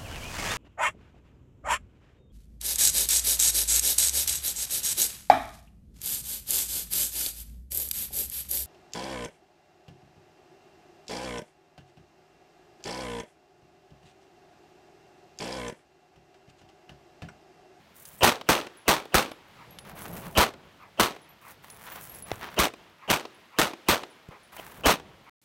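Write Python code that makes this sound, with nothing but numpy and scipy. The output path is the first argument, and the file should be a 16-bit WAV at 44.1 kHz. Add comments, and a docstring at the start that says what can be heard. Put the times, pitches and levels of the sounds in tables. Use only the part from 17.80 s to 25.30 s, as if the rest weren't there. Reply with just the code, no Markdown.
"""Pistol on a gravel range

Eleven shots outdoors, a few steps from a microphone that follows the shooter. Each blast overloads it,
scatters off the ground and slaps back from a shelter, barrels and earth banks, sooner as the shooter
advances; half a second later distant terrain answers with a faint falling sigh. Between the strings
boots crunch over gravel, spent brass cases tinkle and air buffets the moving microphone."""
import sys
import numpy as np
from scipy import signal
from scipy.fft import rfft, irfft
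from scipy.io import wavfile

SR = 44100
rng = np.random.default_rng(int(sys.argv[2]) if len(sys.argv) > 2 else 0)


def to_wav(sig):
    """Store sig (one row per channel, or 1-D mono) as 16-bit WAV at the path in sys.argv[1].

    Samples outside -1..1 are clipped; the rate is SR.
    """
    pcm = np.clip(np.atleast_2d(sig), -1, 1) * 32767
    pcm = np.round(pcm).astype(np.int16)
    wavfile.write(sys.argv[1], SR, pcm.T)  # frames by channels


N = 330557

# shots: t/s, advance/m, crack/dB, roar/dB, roar hold/s, boom/dB, echoes/dB, rush/dB
SHOTS = [(.432, 0, -20, -15.5, 0.042, -33, 0.5, -16), (0.6895, 0.2, -16.5, -18, 0.025, -27, 0, -39),
         (1.0802, .89, -15.5, -18.5, 0.036, -25, -2, -34.5),
         (1.3438, 1.5, -13.5, -18.5, 0.035, -21.5, -0.5, -30.5),
         (2.5752, 3, -19.5, -17.5, 0.053, -16, -8.5, -19), (3.1975, 2.5, -14.5, -20, 0.037, -42, -5, -29.5),
         (4.7898, 5.5, -16.5, -21, .064, -21.5, -2.5, -19.5),
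         (5.3014, 5, -16.5, -23, 0.037, -42, -1, -22.5), (5.7868, 5.5, -16.5, -21, 0.041, -36, 1, -38),
         (6.086, 5.5, -17, -20, 0.038, -34, 1.5, -36.5), (7.059, 7, -17, -18, 0.055, -21, -5.5, -18.5)]
# muzzle blast spectrum: f/Hz, level/dB
BLAST = [(18, -38.5), (30, -12.5), (945, 0), (1050, -1), (1260, -0.5), (1720, -6.5), (2550, -7), (4090, -9),
         (5040, -14), (6050, -12), (7260, -17.5), (8500, -15), (10500, -20.5), (11900, -16), (15500, -21)]


def amp(db):
    """Decibels to gain."""
    return 10 ** (np.asarray(db) / 20)


def unit(x):
    """Scale to unit rms."""
    return x / np.sqrt(np.mean(x ** 2) + 1e-20)


def read(points, hz):
    """Interpolate a table over log frequency."""
    f, value = np.transpose(points)
    return np.interp(np.log(hz + 1), np.log(f + 1), value)


def add(mix, s, sound):
    """Mix a sound in at time s."""
    part = mix[max(round(s * SR), 0):][:len(sound)]
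    part += sound[:len(part)]


def colour(x, spectrum, tilt_db_oct=0):
    """Filter x by a tilted spectrum; unit rms."""
    hz = np.fft.rfftfreq(len(x), 1 / SR)
    gain = amp(read(spectrum, hz) + tilt_db_oct * np.log2(hz + 20))
    return unit(irfft(rfft(x) * gain, len(x)))


def noise(spectrum, size, tilt_db_oct=0):
    """Coloured noise, unit rms."""
    return colour(rng.standard_normal(size), spectrum, tilt_db_oct)


def wander(size, rate_hz):
    """Random line through Gaussian points, rate_hz of them a second."""
    return np.interp(np.arange(size) * rate_hz / SR, np.arange(size), rng.standard_normal(size))


def burst(spectrum, rise_s, decay_s):
    """Impulse smeared by a surface; unit peak."""
    t = np.arange(SR // 10) / SR
    x = noise(spectrum, len(t)) * (1 - np.exp(-t / rise_s)) * np.exp(-t / decay_s)
    return x / abs(x).max()


def round_trip_s(metres):
    """Echo delay at 343 m/s."""
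    return 2 * metres / 343


def breeze(level_db=-60.5):
    """Soft air moving over the range."""
    air = [(30, -36), (100, -9.5), (220, -5.5), (450, -7), (900, -4), (1900, -3.5), (3200, -7), (5000, -13),
           (8000, -21), (15500, -26)]  # spectrum: f/Hz, level/dB
    return amp(level_db + 2 * wander(N, 6.2)) * noise(air, N)


def pebbles(per_s=200, level_db=-75):
    """Stray pebbles shift underfoot."""
    shifts = rng.exponential(1, N) * (rng.random(N) < per_s / SR)
    gain = amp(level_db + 3.2 * wander(N, 6.6))
    click = burst(BLAST, rise_s=0.00016, decay_s=0.00033)
    return gain * unit(signal.oaconvolve(shifts, click)[:N])


def mic_wind(calm_db=-66, drop_db_per_s=31):
    """Air buffets the microphone: builds and deepens on the move, drops at each stop."""
    buffet = [(20, -17), (50, -2.5), (100, -0.5), (180, 2), (280, -7.5), (700, -6.5), (1500, -21.5),
              (6000, -54), (16000, -85)]  # spectrum: f/Hz, level/dB
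    walks = [(.42, -57.5, 19), (2.36, -42.5, 28), (4.6, -50.5, 15.5), (7.05, -49.5, 39.5)]  # wind peaks: t/s, level/dB, build-up/(dB/s)
    t = np.arange(N) / SR
    walking = sum(amp(db - np.maximum(build * (s - t), drop_db_per_s * (t - s)))
                  for s, db, build in walks)
    wind = amp(calm_db) * noise(buffet, N, tilt_db_oct=3) + walking * noise(buffet, N)
    return wind * amp(1.65 * wander(N, 27))


def boots(grains_per_s=1800, attack_s=0.025, sag_db_per_s=15, release_s=0.02, trim_db=-1):
    """Soles scuff the ground while pebbles click together in clumps."""
    steps = [(0.166, 0.35, -76, -49), (2.063, 0.05, -46.5, -53.5), (2.168, 0.089, -45, -44.5),
             (2.295, 0.27, -50, -47.5), (3.635, 0.086, -55.5, -53.5), (3.847, 0.2, -53.5, -55),
             (4.06, .12, -45, -46), (4.214, 0.19, -53.5, -45.5), (4.468, 0.13, -47, -50.5),
             (4.623, 0.058, -38, -57), (4.711, 0.084, -47.5, -55), (6.74, 0.18, -45.5, -47.5),
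             (6.958, 0.049, -52.5, -54)]  # footfalls: t/s, length/s, scuff/dB, crunch/dB
    scuff_spectrum = [(150, -13), (250, -6), (555, -4), (983, 2.5), (2040, -2.5), (4030, -12), (4850, -17),
                      (6000, -18.5), (7800, -34), (13200, -120)]  # sole: f/Hz, level/dB
    crunch_spectrum = [(500, -2), (3000, -19), (6000, 1.5), (11000, 7), (15500, 9)]  # gravel: f/Hz, level/dB
    out, t = np.zeros(N), np.arange(N) / SR
    sizes = amp(7.5 * np.minimum(rng.exponential(1, N), 4.4)) * rng.choice([-1, 1], N)
    clicks = sizes * (rng.random(N) < grains_per_s / SR)
    crunch = colour(clicks, crunch_spectrum) + 1.06 * noise(crunch_spectrum, N)
    crunch = unit(crunch * amp(3.1 * wander(N, 120)))
    scuff = noise(scuff_spectrum, N) + 0.71 * colour(clicks, scuff_spectrum)
    scuff = unit(scuff * amp(2.64 * wander(N, 90)))
    for s, length_s, scuff_db, crunch_db in steps:
        press = np.clip(1 + (t - s) / attack_s, 0, 1) * amp(-sag_db_per_s * np.maximum(t - s, 0))
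        lift = np.exp(-np.maximum(t - s - length_s, 0) / release_s)
        out += press * lift * (scuff * amp(scuff_db) + crunch * amp(crunch_db))
    return out * amp(trim_db + 2.5 * wander(N, 32))


def brass(flight_s=0.93, ring_t60_s=0.16, hop_s=0.046, rebound_db=-15, trim_db=-5):
    """Each case ticks on a stone, rings in two close modes as it tumbles and hops twice, ever softer."""
    landings = [(0.253, 9860, -44), (.391, 8260, -44), (.972, 10950, -46.5), (1.908, 11500, -47.5),
                (1.989, 9860, -45.5), (2.214, 11030, -40), (2.332, 11570, -40), (3.491, 11860, -49.5),
                (3.901, 10000, -39.5), (4.119, 15000, -34), (4.296, 11530, -36.5), (4.346, 10900, -37.5),
                (4.424, 10790, -32), (5.545, 10080, -60)]  # cases on stones: t/s, f/Hz, relative level/dB
    # one faint first touch per ejected case
    touches = [(s + rng.normal(flight_s, 0.12), rng.uniform(9600, 11730), -54) for s, *_ in SHOTS]
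    out, t = np.zeros(N), np.arange(SR // 3) / SR
    for s, hz, db in landings + touches:
        split_hz = rng.uniform(8.4, 120)
        modes = np.sin(2 * np.pi * hz * t) + 0.5 * np.sin(2 * np.pi * (hz + split_hz) * t)
        for k in range(3):
            ring = modes * amp(1.9 * wander(len(t), 160) - 60 * t / ring_t60_s)
            tick = 0.96 * rng.standard_normal(len(t)) * np.exp(-t / 0.00062)
            add(out, s + hop_s * k ** 0.7, amp(db + trim_db + k * rebound_db) * (ring + tick))
    return out


def knocks():
    """Damped blows of gear and stones: a tone with grit spread around it."""
    blows = [(0.2535, -37.5, 6130, 0.0048, 0.66), (1.987, -33.5, 2640, 0.0035, 0.76),
             (3.901, -41, 5840, 0.0029, 0.9), (4.5163, -10.5, 735, 0.0015, 0.43),
             (4.521, -30, 100, 0.013, 0.08), (4.5577, -35, 5970, 0.00032, 0.94),
             (6.488, -25, 145, 0.0033, 0.22), (6.51, -41.5, 415, 0.028, 0.6)]  # t/s, level/dB, f/Hz, decay/s, grit share/0-1
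    out, t = np.zeros(N), np.arange(SR // 8) / SR
    for s, db, hz, decay_s, share in blows:
        tone = np.sin(2 * np.pi * hz * t)
        grit = noise([(hz / 9, -26), (hz / 2, -6.5), (hz, 0), (hz * 4, -13), (hz * 20, -39)], len(t))
        add(out, s, amp(db) * np.exp(-t / decay_s) * ((1 - share) * tone + share * grit))
    return out


def rushes(rise_s=0.0076, thin_below_db=-34, lone_end_s=6.8, lone_db=-35):
    """A brief rush swells and stops short before each shot, and once alone; faint ones are thinner."""
    spectrum = [(60, -12), (400, -2), (600, 6), (800, -2.5), (1100, -3), (1500, -10.5), (2300, -14),
                (2650, -1), (3100, -.5), (3500, -20), (15000, -35)]  # f/Hz, level/dB
    out, t = np.zeros(N), np.arange(-1024, 0) / SR
    for end_s, *_, db in SHOTS + [(lone_end_s, lone_db)]:
        tilt_db_oct = 0.5 * max(thin_below_db - db, 0)
        swell = 0.099 + np.exp(t / rise_s)
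        add(out, end_s + t[0], amp(db) * noise(spectrum, len(t), tilt_db_oct) * swell)
    return out


def crack(t):
    """Muzzle shock and near bounces, each a pressure jump then suction, with spatter off the gravel."""
    shocks = [(0, 0.00062, 5), (.0017, 0.00051, 6), (.0042, 0.0008, 12), (.0072, .001, -1),
              (0.0112, 0.00073, 10.5)]  # nominal delay/s, length/s, relative level/dB
    front = np.zeros(len(t))
    for delay_s, length_s, db in shocks:
        age_s = t - delay_s * rng.uniform(0.94, 1.3)
        u = np.maximum(age_s, 0) / length_s
        front += amp(db) * (age_s >= 0) * (1 - u) * np.exp(-u)
    snap = 1.73 * noise(BLAST, len(t), tilt_db_oct=0.5) * np.exp(-t / 0.0019)
    spatter = 0.72 * noise(BLAST, len(t), tilt_db_oct=1.5) * np.exp(-((t - 0.0115) / 0.0062) ** 2)
    return front + snap + spatter


def roar(t, hold_s, clump_db=3):
    """Rough ground scatters the blast in clumps; after the hold each band dies at its own rate."""
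    decay = [(60, 0.067), (300, 0.36), (1000, 0.25), (3000, 0.26), (7000, 0.22), (15000, 0.18)]  # f/Hz, t60/s at speed 1
    speed = 0.057 / max(0.089 - hold_s, 0.01)  # longer hold, faster fade
    returns = noise(BLAST, len(t), tilt_db_oct=-0.56) * amp(clump_db * wander(len(t), 455))
    hz, frame_s, bands = signal.stft(unit(returns), SR, nperseg=256)
    fade = amp(-60 * speed * np.maximum(frame_s - hold_s, 0) / read(decay, hz)[:, None])
    return signal.istft(bands * fade, SR, nperseg=256)[1][:len(t)]


def boom(t, hz=64, peak_s=0.0099):
    """Low pressure swing of the blast."""
    swell = t / peak_s * np.exp(1 - t / peak_s)
    return swell ** 3 * np.sin(2 * np.pi * hz * t)


def roll(t, t60_s=0.88):
    """The blast rolls away over the banks."""
    spectrum = [(50, -27), (150, -6), (330, 13.5), (800, -2), (1500, -17), (3500, -6.5), (8000, -19),
                (15000, -39)]  # f/Hz, level/dB
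    return amp(-60 * t / t60_s) * noise(spectrum, len(t))


def gunfire(roll_db=-43.5):
    """Each muzzle blast: crack, roar, boom and rolling tail."""
    out, t = np.zeros(N), np.arange(SR) / SR
    for s, _, crack_db, roar_db, hold_s, boom_db, echo_db, _ in SHOTS:
        blast = amp(crack_db) * crack(t) + amp(roar_db) * roar(t, hold_s) + amp(boom_db) * boom(t)
        add(out, s, blast + amp(roll_db + echo_db / 2) * roll(t))
    return out


def slapback(spread_db=0.5, bank_m=30.9, bank_db=-28.5, bank_db_per_m=0.23):
    """Near objects and the end bank reflect each shot, sooner (the bank louder) as the shooter nears."""
    # shelter, barrels, target stands, side bank: first distance/m, approach/(m/m), relative peak/dB
    reflectors = [(7.15, .42, -11), (10.75, 0.93, -13.5), (15.5, 1, -19), (21.4, 1, -26)]
    slap_spectrum = [(60, -15), (400, -9.5), (1200, 2), (2500, 7), (4000, -0.5), (7000, -7), (15000, -23)]  # near objects: f/Hz, level/dB
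    bank_spectrum = [(60, -55), (300, 11), (900, 4.5), (1600, -3.5), (2500, -1.5), (5000, -11),
                     (15000, -42)]  # end bank: f/Hz, level/dB
    out = np.zeros(N)
    for s, advance_m, *_, echo_db, _ in SHOTS:
        for metres, approach, db in reflectors:
            gain = amp(db + echo_db + rng.normal(0, spread_db))  # varies as the muzzle turns
            slap = burst(slap_spectrum, rise_s=0.00015, decay_s=0.0013)
            add(out, s + round_trip_s(metres - approach * advance_m), gain * slap)
        smear = burst(bank_spectrum, rise_s=0.0047, decay_s=0.0026)
        edge = 0.86 * burst(BLAST, rise_s=0.000073, decay_s=0.00012)
        gain = amp(bank_db + echo_db + bank_db_per_m * advance_m)
        add(out, s + round_trip_s(bank_m - advance_m), gain * (smear + edge))
    return out


def grass_hiss(distance_m=50, level_db=-60, half_width_s=0.13):
    """Grassy slopes return each shot as a soft hiss."""
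    spectrum = [(200, -23.5), (900, 16), (2000, 7.5), (3200, 8.5), (5000, -16), (8000, -51), (15000, -42)]  # f/Hz, level/dB
    out, t = np.zeros(N), np.arange(-SR // 5, SR // 5) / SR
    for s, advance_m, *_ in SHOTS:
        hiss = noise(spectrum, len(t)) * np.exp(-(t / half_width_s) ** 2)
        add(out, s + round_trip_s(distance_m - advance_m) + t[0], amp(level_db) * hiss)
    return out


def terrain_sigh(distance_m=83, level_db=-50.5, half_width_s=0.04, pair_s=0.35,
                 centre_hz=1066, width_hz=560, glide_oct_per_s=-4, overtone_db=-5.5):
    """Distant ground returns a falling band of noise; of a close pair only the second shot sighs."""
    out, t = np.zeros(N), np.arange(-SR // 5, SR // 5) / SR
    phase = 2 * np.pi * np.cumsum(centre_hz * 2 ** (glide_oct_per_s * t)) / SR
    pauses_s = np.diff([s for s, *_ in SHOTS], append=np.inf)
    for (s, advance_m, *_), pause_s in zip(SHOTS, pauses_s):
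        if pause_s > pair_s:
            low, high = [wander(len(t), width_hz * k) * np.cos(k * phase)
                         + wander(len(t), width_hz * k) * np.sin(k * phase) for k in (1, 2)]
            sigh = unit(low + amp(overtone_db) * high) * np.exp(-(t / half_width_s) ** 2)
            add(out, s + round_trip_s(distance_m - advance_m) + t[0], amp(level_db) * sigh)
    return out


def scene():
    """Mono sum at the microphone."""
    shooting = rushes() + gunfire() + slapback() + grass_hiss() + terrain_sigh()
    ground = pebbles() + boots() + brass() + knocks()
    return (shooting + ground + breeze() + mic_wind())[None]


def record(dry, ceiling=0.49, low_cut_hz=28, band_limit_hz=15900):
    """Microphone: soft overload, bass cut, band limit."""
    driven = ceiling * np.tanh(dry / ceiling)
    highpass = signal.butter(2, low_cut_hz, "highpass", fs=SR, output="sos")
    lowpass = signal.firwin(511, band_limit_hz, window=("kaiser", 9), fs=SR)
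    return signal.oaconvolve(signal.sosfilt(highpass, driven), lowpass[None], "same")


dry = scene()
out = record(dry)
to_wav(out)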